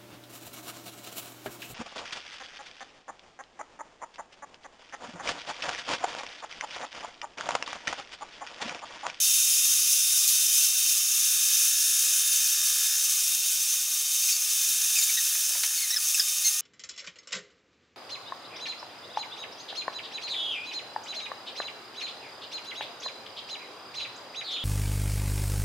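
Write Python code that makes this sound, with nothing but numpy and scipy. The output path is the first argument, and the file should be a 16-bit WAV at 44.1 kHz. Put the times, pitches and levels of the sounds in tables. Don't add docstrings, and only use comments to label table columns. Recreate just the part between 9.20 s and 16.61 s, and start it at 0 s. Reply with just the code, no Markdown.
import sys
import numpy as np
from scipy import signal
from scipy.fft import rfft, irfft
from scipy.io import wavfile
from scipy.ndimage import uniform_filter1d

SR = 44100
rng = np.random.default_rng(int(sys.argv[2]) if len(sys.argv) > 2 else 0)


def bounce(signal):
    frames = np.transpose(np.atleast_2d(signal))
    limited = np.clip(frames, -1, 1)
    pcm = np.round(limited * 32767).astype(np.int16)
    wavfile.write(sys.argv[1], SR, pcm)


N = 326781
T = np.arange(N) / SR
MESH_HZ, RATTLE_HZ = 612.2, 70.86


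def amp(db):
    return 10 ** (np.asarray(db) / 20)


def unit(x):
    return x / np.sqrt(np.mean(x ** 2) + 1e-20)


def curve(rows):
    return np.interp(T, *np.transpose(rows))


def add(mix, s, sound):
    part = mix[round(s * SR):][:len(sound)]
    part += sound[:len(part)]


def drift(rate_hz):
    hz = np.fft.rfftfreq(8192, 1 / 1000)
    slow = irfft(rfft(rng.standard_normal(8192)) / (1 + (hz / rate_hz) ** 2))
    return unit(np.interp(T, np.arange(len(slow)) / 1000, slow))


def burst(low_hz, high_hz, t60):
    t = T[:SR // 4]
    band = signal.butter(4, [low_hz, high_hz], "band", fs=SR, output="sos")
    noise = rng.standard_normal(len(t))
    return signal.sosfilt(band, noise * amp(-60 * t / t60)) / np.std(signal.sosfilt(band, noise))


def workshop(x, wet_db=-7.5, t60=0.1):
    t = T[:SR // 3]
    echoes = rng.standard_normal(len(t)) * (rng.random(len(t)) < .1)
    echoes *= (t > .002) * amp(-60 * t / t60)
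    return x + amp(wet_db) * signal.oaconvolve(x, echoes / np.linalg.norm(echoes))[:N]


# t/s, thud level/dB, body level/dB, clack level/dB
KNOCKS = [(6.15, -73, -54, -36), (6.304, -80, -52, -55), (6.351, -75, -46, -34), (6.369, -73, -58, -39),
          (6.434, -64, -51, -26), (6.448, -75, -61, -36), (6.507, -78, -57, -45)]
# lowest f/Hz, highest f/Hz, fade time/s
KNOCK_BANDS = [(215, 360, 0.074), (536, 1070, 0.11), (1200, 4900, 0.05)]


def knocks():
    out = np.zeros(N)
    for s, *parts_db in KNOCKS:
        for db, (low_hz, high_hz, t60) in zip(parts_db, KNOCK_BANDS):
            add(out, s, amp(db) * burst(low_hz, high_hz, t60))
    return out


# t/s, fade time/s, level/dB
SCRATCHES = [(1.0778, .012, -13.5), (1.0848, .008, -15), (1.086, .2, -22), (1.4877, .002, -11)]


def ticks_and_scratches(per_s=40, level_db=-46, spread_db=3):
    clicks = (rng.random(N) < per_s / SR) * amp(spread_db * np.minimum(rng.exponential(1, N), 3))
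    tick = burst(low_hz=3500, high_hz=15800, t60=0.0027)
    out = amp(level_db) * unit(signal.oaconvolve(clicks, tick)[:N])
    for s, t60, db in SCRATCHES:
        add(out, s, amp(db) * burst(low_hz=3760, high_hz=16200, t60=t60))
    return out


# level/dB of harmonics 1, 2, 3 (tones at 1, 2, 3 times the pitch)
SLIP_DB = [-52, -44, -43]


def faint_slips(count=22, start_s=4.75, end_s=7.1, low_hz=2153, high_hz=2750, length_s=.02,
                fall=0.063, spread_db=6):
    rows = []
    for when, pitch, strength in rng.random((count, 3)):
        s = start_s + when * (end_s - start_s)
        hz = low_hz + pitch * (high_hz - low_hz)
        harmonics_db = np.array(SLIP_DB) + spread_db * (strength - .5)
        rows.append((s, length_s, hz, (1 - fall) * hz, *harmonics_db))
    return rows


# t/s, length/s, start f/Hz, end f/Hz, relative level/dB of harmonics 1, 2, 3
SQUEAKS = [(5.029, .012, 2270, 2290, -50, -31.5, -51), (5.087, 0.018, 2470, 2460, -34, -37, -46),
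           (5.118, .045, 2280, 2295, -50, -35, -36), (5.754, 0.029, 2586, 2420, -33.5, -34, -34),
           (5.785, 0.017, 2350, 2260, -39, -33, -24.5), (5.822, 0.0099, 2015, 2100, -45, -31, -34),
           (5.828, 0.02, 2330, 2380, -53, -42, -26.5), (5.891, 0.012, 2290, 2170, -36.5, -43, -43),
           (5.971, 0.024, 1917, 1810, -37.5, -33, -41), (6.577, .021, 2230, 2120, -45, -35, -36),
           (6.616, 0.037, 2260, 2000, -42, -38, -36), (6.704, 0.013, 1870, 1770, -42.5, -37, -26),
           (6.722, .024, 1940, 1970, -46, -33, -44), (6.739, 0.0092, 2040, 1760, -45, -41, -29),
           (6.762, .015, 1747, 1630, -40, -41, -27), (6.778, 0.0085, 1470, 1200, -46, -45, -47),
           (6.944, 0.01, 2600, 2440, -32.5, -32, -26), (6.977, .014, 1700, 1570, -44, -50, -46),
           (6.9957, 0.0136, 1750, 1490, -38.5, -37, -22.5), (7.078, .007, 2430, 2400, -37, -45, -46),
           (7.245, 0.042, 2106, 2104, -44, -31, -26.5)]


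def squeaks(arch=0.033, rough_db=1.5, level_db=-0.74, fade_db=4, shake=0.017, rasp=0.26,
            low_cut_hz=900, edge_s=.0012):
    wobble, grip = shake * drift(rate_hz=200), amp(rough_db * drift(rate_hz=530))
    scrape = rasp * (drift(rate_hz=480) + 1j * drift(rate_hz=400))
    out = np.zeros(N)
    for s, length, start_hz, end_hz, *harmonics_db in SQUEAKS + faint_slips():
        progress = np.linspace(0, 1, round(length * SR))
        span = (round(s * SR) + np.arange(len(progress))) % N
        bend = min(1, 0.0089 / length) * (arch * np.sin(np.pi * progress) + wobble[span])
        pitch_hz = (start_hz + (end_hz - start_hz) * progress) * (1 + bend)
        phase = 2 * np.pi * np.cumsum(pitch_hz) / SR
        envelope = amp(level_db + fade_db * (.5 - progress))
        envelope *= signal.windows.tukey(len(progress), 2 * edge_s / length)
        tone = sum(amp(db) * np.exp(1j * k * phase) for k, db in enumerate(harmonics_db, 1))
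        add(out, s, np.sqrt(2) * envelope * (tone * (1 + scrape[span])).imag)
    low_cut = signal.butter(4, low_cut_hz, "high", fs=SR, output="sos")
    return signal.sosfilt(low_cut, out * grip)


# t/s, relative level/dB
BUZZ_LEVEL = [(0, -75), (1.7, -61.5), (2.3, -52.5), (3.75, -49.5), (4.1, -63), (5, -68), (5.5, -53),
              (6.6, -54), (6.9, -64)]
# f/Hz, fade time/s, relative level/dB
BUZZ_NOTES = [(1350, 0.016, -3.5), (1530, 0.02, -10.5), (1707, 0.025, 0)]
# f/Hz, fade time/s, relative level/dB
GROWL_NOTES = [(784, 0.11, -3), (878, 0.034, 9.5), (1071, 0.081, -1)]


def gear_rattle(clock, buzz_db=1, uneven_db=1.4, low_cut_hz=720, build_up_s=0.0011):
    slaps = np.diff(np.floor(clock * RATTLE_HZ), prepend=0) * amp(uneven_db * rng.standard_normal(N))
    slaps = signal.sosfilt(signal.butter(6, low_cut_hz, "high", fs=SR, output="sos"), slaps)
    t, out = T[:SR // 20], np.zeros(N)
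    growl_db = np.interp(T, [1.6, 3.9], [-81, -65.5])
    for notes, level_db in (BUZZ_NOTES, buzz_db + curve(BUZZ_LEVEL)), (GROWL_NOTES, growl_db):
        ring = sum((-1) ** k * amp(db - 60 * t / t60) * np.sin(2 * np.pi * hz * t)
                   for k, (hz, t60, db) in enumerate(notes))
        ring *= 1 - np.exp(-t / build_up_s)
        out += unit(signal.oaconvolve(slaps, ring)[:N]) * amp(level_db)
    return out


# t/s, level/dB
RUBBING = [(0.0, -25.5), (1.17, -26), (1.44, -24.5), (1.53, -27.8), (1.7, -25.5), (1.76, -27.5),
           (2.46, -25.5), (2.49, -26.5), (3.43, -27), (4.45, -28.5), (4.71, -30.5), (5.13, -27),
           (5.18, -30), (5.51, -27), (5.6, -28.5), (5.75, -27), (6.45, -29.5), (6.78, -32.5), (6.85, -29.5),
           (7.4, -30)]


def pressure():
    return curve(RUBBING) - curve(RUBBING).mean()


# multiple of MESH_HZ, relative level/dB
GEAR_TONES = [(1, -72.6), (2, -62.4), (3, -59), (4, -52.6), (5, -45.9), (6, -42.7), (7, -62.7), (8, -48.7),
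              (9, -44.2), (10, -60.2), (11, -38.0), (12, -43.2), (13, -49.2), (14, -52.2), (15, -40.7),
              (17, -51.8), (18, -52.9), (19, -46.9), (20, -47), (21, -50.4), (22, -54.3)]
# f/Hz, relative level/dB
DRIVE_TONES = [(578.5, -81.4), (1202.8, -63), (1517.1, -68.0), (2704.7, -56.6), (2724.4, -49.1),
               (3256.7, -58.7), (3460.6, -53.9), (3600.0, -46.3), (3688.4, -51.9), (3762.5, -54.7),
               (5167.5, -45.7), (5238.1, -50.3), (5274.5, -47.4), (5453.2, -48.1), (5508.7, -46.5),
               (5643.8, -47.8), (6088.4, -48.7), (6306.6, -43.4)]
# t/s, added level/dB
HUM = [(0, 0), (2.9, 0.5), (3.6, 2.5), (4.7, -0.5), (6.3, 0), (6.95, 3.5), (7.41, 3.5)]
# t/s, relative level/dB
WHISTLE = [(0, -31.5), (1.45, -33.5), (1.95, -37), (2.35, -34.5), (3.15, -33.5), (3.4, -42.5), (4.4, -39),
           (4.72, -44), (5.6, -40), (7.41, -41)]


def gear_whine(clock, level_db=-1.5, waver_db=2.05, blur=0.29, beat_hz=0.755, beat_depth=0.48,
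               follow=1.62):
    tones = [(k * MESH_HZ, db) for k, db in GEAR_TONES] + list(DRIVE_TONES)
    load_db, hum_db, out = follow * pressure(), curve(HUM), np.zeros(N)
    for hz, db in tones:
        phase = 2 * np.pi * (hz * clock + rng.random()) + blur * drift(rate_hz=4.6)
        upper = np.interp(hz, [1900, 2700], [0, 1])
        swell_db = upper * load_db + (1 - upper) * hum_db
        tone = amp(level_db + db + swell_db + waver_db * drift(rate_hz=3.1)) * np.sin(phase)
        if hz == MESH_HZ:
            tone *= 1 + beat_depth * np.cos(2 * np.pi * beat_hz * (T - .3))
        out += tone
    whistle = np.sin(2 * np.pi * 16 * MESH_HZ * clock)
    out += whistle * amp(level_db + curve(WHISTLE) + waver_db * drift(rate_hz=13))
    return np.sqrt(2) * out


# f/Hz, relative level/dB
HISS_COLOUR = [(20, -58), (100, -60), (150, -56), (260, -60.5), (335, -50.5), (460, -51), (560, -45.5),
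               (1000, -39), (1250, -29), (2300, -26.5), (2600, -18), (4300, -14.5), (6200, -12),
               (7600, -11.5), (10000, -11), (15500, -11.5)]
# f/Hz, width/Hz, added level/dB
METAL_RINGS = [(830, 34, 11.5), (1513, 56, 9), (2154, 167, 8.5), (2492, 108, 9.5), (2700, 120, 6),
               (3260, 280, 4), (3725, 270, 6), (4600, 56, 8.5), (5220, 290, 6), (5620, 150, 6.5),
               (5570, 130, 0.5), (6193, 510, 8), (6550, 150, 5), (6960, 41, 6.5), (8940, 3300, 5)]


def rubbing_hiss(clock, ring_db=-1.59, body_db=-51.0, ripple_db=1.8, flicker_db=0.89, tooth_depth=0.08,
                 ring_flicker_db=1, ring_swell_db=0.17, ring_follow=1.07, body_follow=0.5):
    hz = np.fft.rfftfreq(N, 1 / SR)
    points_hz, points_db = np.transpose(HISS_COLOUR)
    colour_db = np.interp(np.log(hz + 1), np.log(points_hz), points_db)
    colour_db += sum(db / (1 + (2 * (hz - f) / width) ** 2) for f, width, db in METAL_RINGS)
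    colour_db += ripple_db * unit(uniform_filter1d(rng.standard_normal(len(hz)), size=350))
    spectrum = rfft(rng.standard_normal(N)) * amp(colour_db)
    low, ringing, high = hz < 2400, (hz > 5100) & (hz < 7200), hz > 7700
    body = unit(irfft(spectrum * low, N)) * amp(body_db + body_follow * pressure())
    unsteady_db = ring_flicker_db * drift(rate_hz=230) + ring_swell_db * drift(rate_hz=4.6)
    ring = unit(irfft(spectrum * ringing, N))
    ring *= amp(ring_db + curve(RUBBING).mean() + ring_follow * pressure() + unsteady_db)
    fizz = irfft(spectrum * ~(low | ringing), N)
    fizz *= amp(curve(RUBBING)) / np.std(irfft(spectrum * high, N))
    turn = 2 * np.pi * clock
    shaft_pulse = .045 * sum(np.cos(k * RATTLE_HZ * turn) for k in (.5, 1, 2))
    throb = 1 + tooth_depth * np.cos(MESH_HZ * turn) + shaft_pulse
    flicker = drift(rate_hz=13)
    flicker -= uniform_filter1d(flicker, size=SR // 3)
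    return (body + ring + fizz) * throb * amp(flicker_db * flicker)


def spindle_time(wander=0.0002234, flutter=0.00028):
    return T + np.cumsum(wander * drift(rate_hz=2.056) + flutter * drift(rate_hz=17)) / SR


def scene():
    clock = spindle_time()
    machine = gear_whine(clock) + rubbing_hiss(clock) + gear_rattle(clock)
    mono = machine + ticks_and_scratches() + workshop(squeaks() + knocks())
    return np.array([mono, mono])


def record(dry):
    faded = dry * signal.windows.tukey(N, .001)
    treble_cut = signal.firwin(1023, cutoff=15790, window=("kaiser", 9), fs=SR)
    return signal.oaconvolve(faded, treble_cut[None], "same")


dry = scene()
out = record(dry)
bounce(out)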